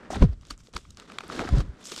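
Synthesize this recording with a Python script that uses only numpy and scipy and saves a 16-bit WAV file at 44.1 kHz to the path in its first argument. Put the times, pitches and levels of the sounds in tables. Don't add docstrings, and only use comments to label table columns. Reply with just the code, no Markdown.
import sys
import numpy as np
from scipy import signal
from scipy.io import wavfile
from scipy.ndimage import uniform_filter1d

SR = 44100
rng = np.random.default_rng(int(sys.argv[2]) if len(sys.argv) > 2 else 0)


def persist_wave(psi):
    counts = np.round(np.clip(psi, -1, 1) * 32767).astype(np.int16)
    wavfile.write(sys.argv[1], SR, np.atleast_2d(counts).T)


def ratio_of_db(decibels):
    return 10 ** (np.asarray(decibels, float) / 20)


N = 88200

# start [s], end [s], first level [dB], last level [dB], brightness [dB].
STROKES = [(-.05, 0.102, -44.5, -53, -20.5), (0.1003, 0.166, -40.5, -38, -7.5),
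           (0.15, 0.25, -41.5, -41.5, -8.5), (0.257, 0.34, -55.5, -56, -9), (0.414, 0.54, -62, -58, 0),
           (0.582, 0.614, -60.5, -61.5, 14), (0.631, 0.692, -61, -62.5, 12.5),
           (0.1, 0.134, -51.5, -47.5, 24), (1.839, 1.897, -47.5, -49, 18.5), (1.915, 2.04, -47, -45, 12),
           (0.482, 0.521, -58.5, -53.5, 13), (0.733, 0.781, -42.5, -50, -5), (0.757, 0.97, -55.5, -70.5, 9),
           (0.971, 1.063, -51.5, -52.5, -6.5), (1.073, 1.317, -52, -46, -7), (1.284, 1.398, -45.5, -38, -6),
           (1.387, 1.49, -31.5, -43, -9.5), (1.494, 1.609, -44.5, -39.5, -8.5),
           (1.613, 1.708, -58, -68.5, 4), (1.619, 1.841, -50.5, -54.5, -15.5), (1.766, 1.909, -65, -44, 6),
           (1.912, 1.954, -35, -47.5, 6), (1.96, 2.043, -44, -30, 8.5)]
# frequency [Hz], density [dB per Hz].
RUB_DULL = [(90, -17.5), (200, 2.5), (420, -2), (850, -11), (1300, -8.5), (2000, -13.5), (4500, -36),
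            (15500, -105)]
RUB_BRIGHT = [(300, -34.5), (1300, -8.5), (2200, -1.5), (3500, 6), (5000, 3.5), (8300, -11.5), (9500, -15),
              (15500, -36.5)]
RUB_FINE = [(1500, -42), (3000, -7), (5000, 8), (7800, 1.5), (8800, -5.5), (9600, -10.5), (13000, -16),
            (15500, -17)]
GRAIN_BANDS_HZ = [150, 600, 1100, 1900, 3000, 4200, 5800, 7800, 10500, 15500]
# time [s], peak [dB], brightness [dB], length [s].
THUMB_SNAPS = [(.158, -35, 15, 0.0014), (.224, -20.5, -5, 0.0062), (.412, -49, 16, 0.0011),
               (.432, -48, -19, 0.002), (.452, -39, 13, 0.00082), (.470, -48, 3, 0.0006),
               (.509, -23, 14, 0.0061), (.519, -36.5, 2, 0.0013), (.578, -53, -3, 0.0018),
               (.605, -49.5, 7, 0.0045), (.672, -44, 16, 0.0021), (.7385, -36.5, -3, 0.00095),
               (.750, -45, 24, 0.00064), (.767, -18.5, 7, 0.0032), (.778, -33, 16, 0.0025),
               (.852, -44.5, -18, 0.0018), (.907, -37.5, 32, 0.003), (.972, -30.5, 15, 0.00046),
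               (.999, -30, 16, 0.0019), (1.021, -42, 7, 0.0016), (1.101, -35.5, -4, 0.0022),
               (1.120, -33, 4.5, 0.0023)]
# time [s], peak [dB], brightness [dB],
# length [s].
FLIP_SNAPS = [(1.1863, -18, 8, 0.0012), (1.207, -26.5, -2, 0.002), (1.237, -31, -5, 0.0011),
              (1.245, -37.5, 6, 0.001), (1.365, -29, 4, 0.0023), (1.3937, -18, -9, 0.0012),
              (1.4044, -24, 4.5, 0.0011), (1.417, -29, 3, 0.0021), (1.43, -39, -2, .0015),
              (1.4904, -23.5, 7, 0.001), (1.584, -29.5, 14, 0.0021), (1.6055, -23.5, 5.5, 0.002),
              (1.855, -29, 27, 0.0007), (1.9198, -22, 18, 0.00062), (1.9627, -22, 22.5, 0.00085),
              (1.98, -27.5, 19, 0.004)]
# frequency [Hz], width [Hz], level [dB].
SHEET_DULL = [(1222, 270, 18.5), (1586, 840, 1), (2090, 520, 10)]
SHEET_BRIGHT = [(2830, 230, -6.5), (4550, 400, -1), (5230, 200, -2), (6200, 1950, 1.5), (8700, 300, -7)]
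# time [s], peak [dB], pitch [Hz], width as a share of the pitch [1].
TICKS = [(.17, -34, 3700, 0.27), (.4205, -57, 8000, 0.37), (0.47, -41, 7300, .4), (.4855, -47, 4500, .3),
         (.5385, -47, 4500, .6), (0.578, -40.5, 7000, 0.3), (0.7302, -44, 6000, 0.53),
         (.7378, -36, 4560, 0.69), (0.7507, -36, 8350, 0.26), (.9472, -46.5, 4900, .5),
         (1.156, -57, 4000, .5), (1.1862, -21.5, 3450, 0.28), (1.1852, -27, 2400, 0.26),
         (.9985, -37.5, 3900, 0.22), (.9985, -41, 2740, .2), (.6715, -43, 3440, 0.4),
         (.4115, -48, 6000, 0.32), (1.281, -35, 9500, .6), (1.364, -47, 7150, 0.26), (1.6037, -31, 3980, 1),
         (1.8407, -36, 6000, .5), (1.867, -34, 6950, 0.31), (1.871, -28, 7200, 0.15),
         (1.8994, -31.5, 4000, .6), (1.9204, -30, 5600, 0.59), (1.928, -39, 12000, .5),
         (1.988, -26, 4420, .5), (1.998, -30, 4500, .5)]
# time [s], peak [dB], pitch [Hz], t60 [s].
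SLAPS = [(0.1042, -22.5, 672, 0.015), (.131, -30.5, 766, 0.056), (.139, -29, 730, 0.0058),
         (.156, -32.5, 812, 0.044), (.508, -40, 277, 0.042), (0.5062, -29, 4550, 0.017),
         (0.685, -47.5, 444, 0.022), (0.7636, -23.5, 4550, 0.0067), (1.1864, -26, 1170, 0.0098),
         (1.237, -38.5, 436, 0.019), (1.3, -22, 1277, 0.0086), (1.4752, -22, 1690, 0.0048),
         (1.425, -28, 467, 0.025), (1.488, -34, 720, 0.048), (1.922, -37, 422, 0.036),
         (1.977, -36.5, 288, 0.021), (.236, -28.5, 475, 0.058), (.238, -36, 702, 0.054),
         (0.289, -54, 620, 0.027), (1.4, -28, 600, 0.024), (1.418, -33.5, 680, 0.028),
         (1.447, -39.5, 870, 0.023), (.326, -51.5, 664, 0.028), (1.3951, -21.5, 1010, 0.006),
         (1.408, -31.5, 736, 0.026), (1.436, -35, 790, .03)]
# time [s], air push [dB], push pitch [Hz], pile ring [dB], push length [s].
KNOCKS = [(.166, -37, 80.5, -25.5, 0.046), (0.2084, -26, 200, -26.5, 0.018),
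          (0.2199, -7, 57.4, -9.5, 0.052), (0.2342, -12.5, 210, -25.5, 0.078),
          (.291, -21, 80.3, -47, 0.051), (0.32, -34, 51, -47, 0.077), (0.511, -42, 45.7, -48, 0.12),
          (0.752, -33.5, 63.7, -37.5, 0.058), (1.394, -53, 59, -25.5, .08), (1.510, -28, 111, -34.5, 0.053),
          (1.5245, -11.5, 97, -31.5, 0.022), (1.5355, -12.5, 51.8, -22, 0.071),
          (1.570, -19, 150, -27.5, 0.042), (1.5835, -14.5, 115, -52, 0.022),
          (1.593, -19.5, 53, -26.5, 0.067), (1.646, -37, 51.7, -39, 0.06), (1.691, -31, 67.6, -57, 0.047),
          (.375, -43, 61.3, -65, 0.048)]
# frequency [Hz], level [dB], t60 [s].
PILE = [(95.4, 1, 0.057), (185, 6.5, 0.052), (243, 3, 0.041), (396, -7.5, 0.092), (527, -0.5, 0.033),
        (986, -10.5, 0.045)]
# time [s], level [dB].
SHAKE = [
    (0, -66.5),
    (.2, -30),
    (.4, -48),
    (.65, -63),
    (.95, -51.5),
    (1.1, -67),
    (1.4, -49.5),
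    (1.6, -29.5),
    (1.8, -61.5),
    (2, -77),
]
# frequency [Hz], density [dB per Hz].
SHAKE_TONE = [(15, -11), (65, -3), (120, -10), (250, -21), (500, -48.5)]
# frequency [Hz], density [dB per Hz].
AIR = [(20, -13), (200, -1), (900, -23.5), (1250, -17.5), (2000, -26.5), (8000, -30), (15500, -60)]


def rub():
    rise_s, release_db_per_s, fine_from_db = 0.0036, 890, 13
    t = np.arange(N) / SR
    power = np.zeros((3, N))
    for start, end, first_db, last_db, bright_db in STROKES:
        level_db = np.interp(t, [start, end], [first_db, last_db])
        level_db = level_db - release_db_per_s * np.maximum(t - end, 0)
        envelope = np.clip((t - start) / rise_s, 0, 1) * ratio_of_db(level_db)
        bright = 1 / (1 + ratio_of_db(-2 * bright_db))
        fine = 1 / (1 + ratio_of_db(2 * (fine_from_db - bright_db)))
        power += np.outer([1 - bright, bright - fine, fine], envelope ** 2)
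    clump = ratio_of_db(1.8 * wander(0.0096) + 1.4 * wander(0.038))
    coarse = evened(crinkle() * clump)
    small = evened(crinkle() * clump)
    dull_rub = colour(np.sqrt(power[0]) * coarse, RUB_DULL)
    bright_rub = colour(np.sqrt(power[1]) * small, RUB_BRIGHT)
    fine_rub = colour(np.sqrt(power[2]) * small, RUB_FINE)
    return dull_rub + bright_rub + fine_rub


def crinkle():
    grains_per_s, spread_db, clump_db, smooth_share = 700, 3.2, 1.8, .55
    grains = np.zeros(N)
    for lo, hi in zip(GRAIN_BANDS_HZ, GRAIN_BANDS_HZ[1:]):
        hits = (rng.random(N) < grains_per_s / SR) * rng.choice([-1., 1.], N)
        train = hits * ratio_of_db(spread_db * np.minimum(rng.exponential(1, N), 4))
        train = evened(train * ratio_of_db(clump_db * wander(0.0062)))
        band = signal.butter(2, [lo, hi], "band", fs=SR, output="sos")
        grains += signal.sosfilt(band, train)
    hiss = rng.standard_normal(N)
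    return np.sqrt(smooth_share) * hiss + np.sqrt(1 - smooth_share) * evened(grains)


def snap(s, peak_db, bright_db, length):
    clicks_per_s, spread_db, lead_s, tail_db, tail_t60_s = 2500, 4.5, .012, -40, .06
    chance, side, size, hiss = rng.random((4, SR // 10))
    t = np.arange(len(chance)) / SR - lead_s
    length = np.clip(length, .0005, .005)
    cracks = (chance < clicks_per_s / SR) * np.sign(side - .5) * ratio_of_db(-spread_db * np.log(size + 0.005))
    buckle = 4 * (np.abs(t) < .5 / SR)
    cracks = (cracks + buckle) * np.exp(-(t / length) ** 2)
    tail = ratio_of_db(tail_db - 60 * t / tail_t60_s) * (hiss - .5) * (t > 0)
    cracks = cracks / np.linalg.norm(cracks) + tail
    cracks = uniform_filter1d(cracks, size=2)
    shift = 0.978 + 0.094 * chance[-9:]
    dull = ring(uniform_filter1d(cracks, size=5), SHEET_DULL, shift)
    bright = ring(cracks, SHEET_BRIGHT, shift[3:])
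    sound = dull * ratio_of_db(-bright_db / 2) + bright * ratio_of_db(bright_db / 2)
    return s - lead_s, ratio_of_db(peak_db) * sound / np.abs(sound).max()


def tick(s, peak_db, hz, share):
    t = np.arange(SR // 100) / SR
    fade = np.pi * hz * np.clip(share, .08, .45) * t
    return s, ratio_of_db(peak_db) * np.e * fade * np.exp(-fade) * np.sin(2 * np.pi * hz * t)


def slap(s, peak_db, hz, t60):
    t = np.arange(round(.1 * SR)) / SR
    pair = np.sin(2 * np.pi * hz * t) + 0.082 * np.sin(2 * np.pi * 1.5 * hz * t)
    return s, ratio_of_db(peak_db - 60 * t / t60) * (1 - np.exp(-t / 0.00051)) * pair * 2


def knock(s, push_db, push_hz, ring_db, length, detune):
    push_rise_s, ring_rise_s, sag_per_turn = 0.0022, 0.0038, 0.104
    t = np.arange(SR // 3) / SR
    turns = (1 - np.exp(-sag_per_turn * push_hz * t)) / sag_per_turn
    push = ratio_of_db(push_db - 60 * (t / length) ** 2) * (1 - np.exp(-t / push_rise_s))
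    push = push * np.sin(2 * np.pi * turns)
    pile = np.zeros(len(t))
    for (hz, db, t60), ratio in zip(PILE, detune):
        pile += ratio_of_db(db - 60 * t / t60) * np.sin(2 * np.pi * hz * ratio * t)
    return s, -1.5 * push - ratio_of_db(ring_db) * (1 - np.exp(-t / ring_rise_s)) * pile


def shake():
    s, level_db = np.transpose(SHAKE)
    lumps = ratio_of_db(np.interp(np.arange(N) / SR, s, level_db) + 2.5 * wander(.025))
    return lumps * colour(rng.standard_normal(N), SHAKE_TONE)


def room_air():
    return ratio_of_db(-62) * colour(rng.standard_normal(N), AIR)


def evened(x):
    return x / np.sqrt(np.mean(x ** 2) + 1e-20)


def wander(seconds):
    size = max(round(seconds * SR), 1)
    return evened(uniform_filter1d(uniform_filter1d(rng.standard_normal(N), size), size))


def colour(x, points):
    f, db = np.transpose(points)
    hz = np.abs(np.fft.fftfreq(8192, 1 / SR))
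    log_gain = np.log(ratio_of_db(np.interp(np.log(hz + 1), np.log(f + 1), db, right=-90)))
    taps = np.fft.ifft(np.exp(np.conj(signal.hilbert(log_gain)))).real[:4096]
    return signal.oaconvolve(x, taps / np.linalg.norm(taps))[:len(x)]


def ring(x, peaks, shift):
    out = np.zeros(len(x))
    for k, (hz, width, db) in enumerate(peaks):
        r = np.exp(-np.pi * width / SR)
        poles = [1, -2 * r * np.cos(2 * np.pi * hz * shift[k] / SR), r * r]
        out += (-1) ** k * ratio_of_db(db) * signal.lfilter([1, 0, -1], poles, x) * np.sqrt(1 - r)
    return out


def add(mix, s, sound):
    part = mix[round(s * SR):][:len(sound)]
    part += sound[:len(part)]


def scene():
    mix = room_air() + shake() + rub()
    detunes = 0.99 + 0.048 * rng.random((30, len(PILE)))
    for row, detune in zip(KNOCKS, detunes):
        add(mix, *knock(*row, detune))
    for source, events in [(slap, SLAPS), (tick, TICKS), (snap, THUMB_SNAPS), (snap, FLIP_SNAPS)]:
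        for row in events:
            add(mix, *source(*row))
    return mix[None]


def top_cut(x):
    return signal.sosfilt(signal.butter(12, 15690, fs=SR, output="sos"), x)


def record(dry):
    edge_hz = 15500
    hz = [0, 12500, 14500, edge_hz, edge_hz + 300, SR / 2]
    top = signal.firwin2(255, hz, [1, 1, ratio_of_db(-6.0), ratio_of_db(-9.0), 0, 0], fs=SR)
    mix = signal.oaconvolve(dry, top[None], "same")
    return top_cut(mix)


dry = scene()
out = record(dry)
persist_wave(out)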